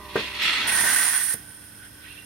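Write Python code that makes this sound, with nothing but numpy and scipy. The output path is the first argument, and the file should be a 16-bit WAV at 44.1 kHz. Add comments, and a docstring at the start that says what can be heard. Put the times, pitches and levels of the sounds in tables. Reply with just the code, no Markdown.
"""A kitchen counter: a soda maker carbonates a bottle of water over a low appliance hum.
A valve buzzes as pressure bleeds off, the mechanism thumps, and gas rushes out with thin squeals.
The nozzle fires a shrill jet that churns the water and rings the bottle, then shuts with a soft knock.
A faint leak, a few gurgles and a last chirping puff of gas follow."""
import sys
import numpy as np
from scipy import signal
from scipy.fft import rfft, irfft
from scipy.io import wavfile

SR = 44100
rng = np.random.default_rng(int(sys.argv[2]) if len(sys.argv) > 2 else 0)


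def waveform_to_disk(signal):
    """Save audio, clipped to [-1, 1], as 16-bit WAV at the path in sys.argv[1]."""
    frames = np.transpose(np.atleast_2d(signal))
    scaled = np.clip(frames, -1, 1) * 32767
    samples = np.round(scaled).astype(np.int16)
    wavfile.write(sys.argv[1], SR, samples)


N = 99225
T = np.arange(N) / SR
HZ = np.fft.rfftfreq(N, 1 / SR)
JET_ON_S, JET_OFF_S = 0.67, 1.344


def amp(db):
    """Decibels to gain."""
    return 10 ** (np.asarray(db) / 20)


def unit(x):
    """Scale to rms 1."""
    return x / np.sqrt(np.mean(x ** 2) + 1e-20)


def curve(table, hz=HZ, column=1):
    """One table column, interpolated over log frequency."""
    rows = np.array(table, float)
    return np.interp(np.log(hz + 1), np.log(rows[:, 0] + 1), rows[:, column])


def envelope(table):
    """Gain over time from (time [s], level [dB]) rows."""
    return amp(np.interp(T, *np.transpose(table)))


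def swell(centre_s, length_s, db):
    """Gaussian bump of gain."""
    return amp(db) * np.exp(-(2 * (T - centre_s) / length_s) ** 2)


def pan(db):
    """Constant-power stereo gains for an L-R level difference."""
    return amp(np.array([[.5], [-.5]]) * db) / np.sqrt((amp(db) + amp(-db)) / 2)


def correlate(stereo, coherence):
    """Blend right into left to make independent channels partly coherent."""
    left, right = stereo
    return np.array([coherence * right + np.sqrt(1 - coherence ** 2) * left, right])


def wander(hz):
    """Random drift of rms 1, low-passed at hz."""
    return unit(irfft(rfft(rng.standard_normal(N)) / (1 + (HZ / hz) ** 4), N))


def white():
    """Stereo white noise."""
    return rng.standard_normal((2, N))


def coloured(drive, colour, image):
    """Give a drive a spectrum and a stereo image; rms 1."""
    spectrum = correlate(rfft(drive), curve(image, column=2))
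    return unit(irfft(spectrum * amp(curve(colour)) * pan(curve(image)), N))


def resonant_noise(modes, coherence, left_lead_rad=0):
    """Turbulence in steep resonances; rms 1."""
    power = sum((amp(db) * pan(side_db) / (1 + ((HZ - hz) / (0.67 * width_hz)) ** 2)) ** 2
                for hz, width_hz, db, side_db in modes)
    phase_shift = np.exp(1j * left_lead_rad * np.array([[1], [0]]))
    return unit(irfft(correlate(rfft(white()), coherence) * np.sqrt(power) * phase_shift, N))


def whistles(glides, pitch_waver, rough_db):
    """Short gliding tones, unsteady in pitch and level."""
    out = np.zeros(N)
    for start_s, length_s, from_hz, to_hz, db in glides:
        progress = np.clip((T - start_s) / length_s, 0, 1)
        hz = (from_hz + (to_hz - from_hz) * progress) * (1 + pitch_waver * wander(hz=416))
        gain = amp(db + rough_db * wander(hz=200)) * np.sqrt(2 * abs(np.sin(np.pi * progress)))
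        out += gain * np.sin(2 * np.pi * np.cumsum(hz) / SR)
    return out


# (frequency [Hz], level [dB])
HUM_TONES = [(102.8, -60.5), (296, -61)]
# (frequency [Hz], relative density [dB])
AMBIENCE_COLOUR = [(25, -6), (45, -14), (62, 8), (85, 1.5), (140, 4), (300, -3), (450, -6), (700, -11),
                   (1300, -10), (3000, -22), (4600, -14), (6000, -15.5), (7000, -21.5), (15000, -23)]
def kitchen():
    """Low room noise and a wavering appliance hum."""
    hum = sum(amp(db) * np.sqrt(2) * np.sin(2 * np.pi * hz * T + 0.17 * wander(hz=2.4))
              for hz, db in HUM_TONES)
    # (frequency [Hz], L-R [dB], coherence)
    image = [(50, -5, 1), (400, 2, 0.57), (1500, -4, 0), (3470, -4, 0.018), (5140, 6, 0.27),
             (9000, -2, 0)]
    return amp(-52) * coloured(white(), AMBIENCE_COLOUR, image) + hum


# (frequency [Hz], T60 [s])
ROOM_DECAY = [(100, 0.31), (500, 0.16), (2000, 0.16), (9000, 0.15), (16000, 0.31)]
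def room_tail(x):
    """Sparse kitchen reflections, each band decaying at its own rate."""
    taps_per_s, predelay_samples = 3000, SR // 250
    taps = rng.choice([-1., 1.], (2, SR // 2)) * (rng.random((2, SR // 2)) < taps_per_s / SR)
    taps[:, :predelay_samples] = 0
    hz, t, bands = signal.stft(correlate(taps, coherence=0.5), SR, nperseg=256)
    decay = amp(-60 * t / curve(ROOM_DECAY, hz)[:, None])
    _, tail = signal.istft(bands * decay, SR, nperseg=256)
    return signal.fftconvolve(x, tail / np.linalg.norm(tail[0]), axes=1)[:, :N]


# (frequency [Hz], width [Hz], relative boost [dB])
CAVITY_MODES = [(1535, 50, 3), (1675, 30, 3), (1857, 45, 4), (1966, 45, 2), (2502, 50, 4), (2750, 70, 3),
                (3340, 110, 3), (4276, 50, 5), (5150, 140, 3), (9060, 110, 2), (9381, 40, 4), (9470, 40, 4),
                (8640, 130, -5), (9680, 120, -6), (9970, 90, -5)]
def cavity(x):
    """Narrow peaks and notches of the space between bottle and housing."""
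    boost_db = sum(db / (1 + (2 * (HZ - hz) / width_hz) ** 2) for hz, width_hz, db in CAVITY_MODES)
    return irfft(rfft(x) * amp(boost_db - 1.28), N)


# (frequency [Hz], width [Hz], relative level [dB], L-R [dB])
SEEP_MODES = [(5210, 120, -2.5, 0.5), (9600, 680, -4.5, -17), (11230, 420, -8.5, -4),
              (12440, 350, -2.5, -12), (13000, 400, -5.5, -4)]
def seep():
    """Gas seeps steadily at the seal."""
    return amp(-53) * resonant_noise(SEEP_MODES, coherence=-0.062)


# (centre time [s], length [s], level [dB])
GURGLE_SWELLS = [(1.636, 0.016, -59), (1.841, 0.068, -50), (2.05, 0.16, -55.5)]
def gurgle_gain():
    """Late gurgles, as swells that drive the bottle's ring and the leak."""
    return sum(swell(*row) for row in GURGLE_SWELLS)


# (frequency [Hz], width [Hz], relative level [dB], L-R [dB])
SETTLING_MODES = [(1514, 92, 1, -5.5), (1790, 560, -11.5, 1), (3220, 430, -12.5, -0.5)]
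def settling():
    """After the jet, rising bubbles keep the bottle ringing softly."""
    start_db, fall_db_per_s = -51, 10.5
    fade = (T > JET_OFF_S) * amp(start_db - fall_db_per_s * (T - JET_OFF_S))
    return (fade + gurgle_gain()) * resonant_noise(SETTLING_MODES, coherence=0.5)


# (start [s], length [s], from [Hz], to [Hz], level [dB])
PUFF_CHIRPS = [(2.054, 0.036, 1880, 1940, -48), (2.064, 0.038, 2440, 2640, -52),
               (2.09, 0.047, 2700, 2810, -50), (2.106, 0.029, 2520, 2580, -52),
               (2.172, 0.021, 2553, 2900, -44.5), (2.184, 0.021, 2880, 2630, -45),
               (2.215, 0.029, 2670, 2820, -50)]
def chirps():
    """Bubbly chirps glide in the last puff of gas."""
    return whistles(PUFF_CHIRPS, pitch_waver=.015, rough_db=3) * pan(db=-9)


# (start [s], length [s], from [Hz], to [Hz], level [dB])
SEAL_SQUEALS = [(.417, 0.029, 13500, 12400, -43), (.423, .034, 7940, 7140, -43),
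                (.416, .022, 5410, 5350, -37.5), (.418, 0.017, 10900, 10000, -45.5),
                (.438, 0.025, 10260, 10150, -45), (.452, 0.044, 5750, 5470, -45),
                (.453, .025, 8470, 8300, -42), (.489, .018, 10350, 10000, -45),
                (.517, 0.046, 8630, 8300, -40), (.575, 0.048, 10500, 9800, -51)]
def squeals():
    """Thin whistles at the seal, each sagging in pitch."""
    return whistles(SEAL_SQUEALS, pitch_waver=.005, rough_db=2.5) * pan(db=-17)


# (harmonic number, relative level [dB])
BUZZ_HARMONICS = [(1, -4.5), (3, -10.5), (5, -8), (6, -7), (9, -6.5), (12, -11.5), (14, -6.5), (15, -0.5),
                  (16, -9), (17, -6), (18, -10), (28, -11), (29, -8)]
# (time [s], level [dB])
BUZZ_ENVELOPE = [(0, -48.5), (.25, -48.5), (.5, -50.5), (.72, -48.5)]
def valve_buzz():
    """The relief valve flutters, briefly faster at the start and after the thump; fades under the jet."""
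    rest_hz, jolt_hz, settle_s = 66, 3.8, .062
    stop_s, release_s = 0.824, 0.084
    thump_s = VALVE_KNOCKS[0][0]
    since_jolt_s = np.where(T < thump_s, T + 0.017, T - thump_s)
    hz = (rest_hz + jolt_hz * np.exp(-since_jolt_s / settle_s)) * (1 + 0.0033 * wander(hz=39.9))
    cycles = np.cumsum(hz) / SR
    tone = sum(amp(db) * (1 + .3 * wander(hz=50.7)) * np.sin(2 * np.pi * (k * cycles + rng.random()))
               for k, db in BUZZ_HARMONICS)
    release = np.exp(-np.maximum(T - stop_s, 0) / release_s)
    return np.sqrt(2) * tone * envelope(BUZZ_ENVELOPE) * release * pan(db=-3.5)


# (time [s], level [dB])
BUBBLE_ENVELOPE = [(.4, -68), (.5, -40), (.58, -46.5), (.68, -36.5), (.75, -42), (.87, -36), (.96, -45),
                   (1.12, -48.5), (1.25, -60), (1.47, -63), (1.7, -67), (2.25, -69)]
# (frequency [Hz], relative density [dB])
BUBBLE_COLOUR = [(30, -25.5), (65, -23.5), (110, 3.5), (160, -10), (215, 3.5), (270, -2.5), (400, -5),
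                 (530, -9), (650, 0.5), (760, -4.5), (950, 4), (1250, -9.5), (2000, -8), (5000, -38)]
def bubbling():
    """Large bubbles gulp as gas is forced into the bottle."""
    image = [(100, 0.5, 0.93), (620, 0.92, .85), (1200, 0.85, 0.62)]  # (frequency [Hz], L-R [dB], coherence)
    gulps = coloured(white(), BUBBLE_COLOUR, image)
    return gulps * envelope(BUBBLE_ENVELOPE) * amp(1.3 * wander(hz=40))


# (time [s], level [dB])
RUSH_ENVELOPE = [(0, -56), (.038, -53), (.05, -46.5), (.08, -54), (.098, -41), (.132, -44), (.165, -30.5),
                 (.195, -27.5), (.24, -31.5), (.28, -32.5), (.335, -39.5), (.346, -32.5), (.38, -31),
                 (.42, -24.5), (.455, -20.5), (.48, -21), (.505, -22.5), (.58, -24), (.66, -28.5),
                 (.69, -24.5), (.76, -36.5), (.85, -76), (1, -99)]
PUFF_ENVELOPE = [(2.015, -60), (2.032, -48.5), (2.11, -46), (2.15, -48.5), (2.21, -51), (2.25, -63)]
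# (frequency [Hz], relative density [dB])
GAS_COLOUR = [(40, -26), (130, -22), (300, -10.5), (530, -24), (750, -21.5), (930, -9.5), (1080, -30),
              (1330, -12), (1600, -12.5), (1900, 0.5), (2100, 1), (2350, -1.5), (2720, 2.5), (3020, -3.5),
              (3400, 1), (3900, -4.5), (4350, -4), (4850, -13), (5400, -13.5), (6100, -19), (7500, -22.5),
              (10000, -27), (13000, -29), (14000, -51)]
# (frequency [Hz], width [Hz], relative level [dB], L-R [dB])
PUFF_MODES = [(2580, 580, 1.5, -7), (3360, 720, -3, -1), (3994, 450, -6, -3)]
# stereo image, shared with knocks and splash (frequency [Hz], L-R [dB], coherence)
MACHINE_IMAGE = [(100, 3, 0.99), (700, 2.5, 0.56), (1300, -6.5, 0.82), (2540, -2.5, 0.25), (4030, -2, 0.32),
                 (5600, 4, 0.12), (8100, -7.5, 0), (15000, -1, 0.092)]
def gas_rush():
    """Gas escapes the valve in uneven swells, sounds the hollow bottle and vents in a last puff."""
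    hollow_hz, hollow_width_hz = 1320, 130
    rush = coloured(white(), GAS_COLOUR, MACHINE_IMAGE) * envelope(RUSH_ENVELOPE)
    puff = resonant_noise(PUFF_MODES, coherence=0.19) * envelope(PUFF_ENVELOPE)
    hollow = resonant_noise([(hollow_hz, hollow_width_hz, 0, -5)], coherence=0.98)
    hollow *= swell(centre_s=0.535, length_s=0.27, db=-34.5)
    return (rush + puff + hollow) * amp(1.16 * wander(hz=87))


# thump, two rattles, shut-off (time [s], level [dB], tilt [dB/octave])
VALVE_KNOCKS = [(0.1563, -14.5, 3.5), (0.176, -28, -1), (0.1961, -32, -5), (1.342, -37.5, -9)]
# (frequency [Hz], relative level [dB], T60 [s])
HOUSING_MODES = [(143, -6, 0.038), (212, -15, 0.28), (304, -13, 0.074), (397, 0.5, 0.049), (450, -3, 0.081),
                 (587, -7, 0.049), (946, -6, 0.036), (1170, -7, 0.047), (1568, -6, 0.055),
                 (1856, -9, 0.051)]
def knocks():
    """The valve kicks the housing: a crack, modes that build later the higher they are, a room boom."""
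    rise_at_1khz_s, tilt_pivot_hz, low_cut_hz = 0.0037, 397, 97
    crack_db, crack_s = -7, 0.0044
    boom_db, boom_rise_s, boom_t60_s, boom_width_hz = -11.5, 0.018, 0.28, 190
    # (frequency [Hz], relative density [dB])
    crack_colour = [(60, -12), (400, 5), (1600, -2.5), (3000, -27), (12000, -29)]
    out = np.zeros((2, N))
    for start_s, db, tilt_db in VALVE_KNOCKS:
        t = np.maximum(T - start_s, 0)
        boom_modes = []
        for hz, mode_db, t60_s in HOUSING_MODES:
            tilted_db = mode_db + tilt_db * np.log2(hz / tilt_pivot_hz)
            rise = 1 - np.exp(-t / (rise_at_1khz_s * (hz / 1000) ** 2))
            ring = rise * amp(-60 * t / t60_s) * np.sin(2 * np.pi * hz * t)
            out += amp(db + tilted_db) * pan(db=-1.8 * np.log2(hz / 500)) * ring
            boom_modes.append((hz, boom_width_hz, tilted_db, 0))
        crack = coloured(white(), crack_colour, MACHINE_IMAGE)
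        out += amp(db + crack_db) * crack * t / crack_s * np.exp(1 - t / crack_s)
        boom = resonant_noise(boom_modes, coherence=0.66)
        out += amp(db + boom_db) * boom * (1 - np.exp(-t / boom_rise_s)) * amp(-60 * t / boom_t60_s)
    return signal.sosfilt(signal.butter(2, low_cut_hz, "high", fs=SR, output="sos"), out)


# (time [s], level [dB])
CHURN_ENVELOPE = [(0, -55), (.4, -47.5), (.6, -38.5), (.7, -30), (.772, -26), (.784, -23.5), (.832, -27),
                  (.88, -25), (.97, -26.5), (1.09, -28), (1.2, -32), (1.25, -36.5), (1.342, -37.5),
                  (1.358, -48), (1.5, -67), (2.25, -55.5)]
# (frequency [Hz], relative density [dB])
WATER_COLOUR = [(30, -34), (90, -27), (220, -14), (420, -9.5), (540, -16), (700, -6.5), (1000, -0.5),
                (1200, 0.5), (1700, 0.5), (2400, 0), (3500, -2), (4700, -4.5), (6200, -1.5), (8000, -22),
                (15000, -17)]
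# (frequency [Hz], width [Hz], relative level [dB], L-R [dB])
BOTTLE_MODES = [(1524, 87, -6, -5), (1620, 150, -14, -5), (1845, 140, -6, -4.5), (1966, 210, -7.5, 0),
                (3400, 210, -18.5, -1)]
def churn():
    """Bursting bubbles splash and ring the gas space of the bottle."""
    pops_per_s, splash_db, flutter_db = 2500, -2.5, 2
    pops = white() * (rng.random(N) < pops_per_s / SR)
    pops *= amp(-0.5 * np.minimum(rng.exponential(1, N), 4))
    splash = coloured(unit(pops) + 0.63 * white(), WATER_COLOUR, MACHINE_IMAGE)
    ring = np.zeros((2, N))
    for hz, width_hz, db, side_db in BOTTLE_MODES:
        mode = resonant_noise([(hz, width_hz, 0, side_db)], coherence=0.76)
        ring += mode * amp(db + flutter_db * wander(hz=44))
    return envelope(CHURN_ENVELOPE) * (ring + amp(splash_db) * splash)


# (frequency [Hz], width [Hz], early gain [dB], settled gain [dB], L-R [dB], left lead [rad])
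NOZZLE_MODES = [(8400, 300, -26, -16, -13, 4.5), (8940, 320, -4.5, -6.5, -14, 2),
                (9243, 320, -5, -8, -11, -2), (9475, 92, -6, -4.5, -7, -1.5),
                (9960, 190, -8.5, -14, -16, -0.2), (10010, 300, -18, -10.5, -20, -5),
                (11370, 200, -15.5, -22, -6, -1.7), (12400, 540, -21, -14, -6.5, 3),
                (12950, 450, -18, -17, -4, 5)]
# (frequency [Hz], relative density [dB])
JET_HISS_COLOUR = [(2000, -12.5), (3300, -4), (4700, 1), (5200, -2), (5700, 5), (6200, 1.5), (7400, 2),
                   (9500, 10.5), (11000, 5), (13000, -1), (13700, -0.5), (15800, 0)]
# (frequency [Hz], L-R [dB], coherence)
JET_HISS_IMAGE = [(2000, -12, 0.33), (4180, 1, 0.13), (5170, 1.5, 0.14), (6560, 3, 0.0029),
                  (7600, -3, 0.11), (8500, -17, 0.036), (15000, -2, 0.0038)]
# (time [s], level re open nozzle [dB])
LEAK_ENVELOPE = [(0, -32), (.4, -27), (.66, -23.5), (1.35, -21), (1.5, -21), (1.7, -23.5), (2, -27),
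                 (2.25, -26.5)]
def jet():
    """The open nozzle shrieks over a broad hiss, its resonances shifting in balance; shut, it leaks."""
    attack_s, release_s, settle_at_s, settle_span_s = 0.0058, 0.0008, 0.9, 0.03
    shriek_db, shriek_arch_db, hiss_db, hiss_arch_db = -24, 1.5, -32.5, 7.5
    gate = np.clip((T - JET_ON_S) / attack_s, 0, 1) * np.exp(-np.maximum(T - JET_OFF_S, 0) / release_s)
    flow = gate + envelope(LEAK_ENVELOPE) + amp(5) * gurgle_gain()
    progress = np.clip((T - JET_ON_S) / (JET_OFF_S - JET_ON_S), 0, 1)
    arch = np.sin(np.pi * progress ** 0.74) ** 2
    flutter_db = 1.13 * wander(hz=68.6)
    settled = .5 + .5 * np.tanh((T - settle_at_s) / settle_span_s)
    shriek = np.zeros((2, N))
    for hz, width_hz, early_db, settled_db, side_db, lead_rad in NOZZLE_MODES:
        mode = resonant_noise([(hz, width_hz, 0, side_db)], coherence=0.68, left_lead_rad=lead_rad)
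        shriek += mode * amp(early_db + (settled_db - early_db) * settled)
    shriek *= amp(shriek_db + shriek_arch_db * arch + flutter_db)
    hiss = coloured(white(), JET_HISS_COLOUR, JET_HISS_IMAGE)
    hiss *= amp(hiss_db + hiss_arch_db * arch + 0.33 * flutter_db)
    return flow * (shriek + hiss)


def scene():
    """Gas and water through cavity and room, plus bubbling, mechanism and background."""
    fizz = cavity(gas_rush() + jet() + churn() + settling() + seep()) + squeals() + chirps()
    return fizz + amp(-8.5) * room_tail(fizz) + bubbling() + valve_buzz() + knocks() + kitchen()


def record(dry):
    """Steep low-pass band limit."""
    cutoff_hz = 15900
    lowpass = signal.firwin(511, cutoff_hz, window=("kaiser", 9), fs=SR)
    return signal.oaconvolve(dry, lowpass[None], "same")


dry = scene()
out = record(dry)
waveform_to_disk(out)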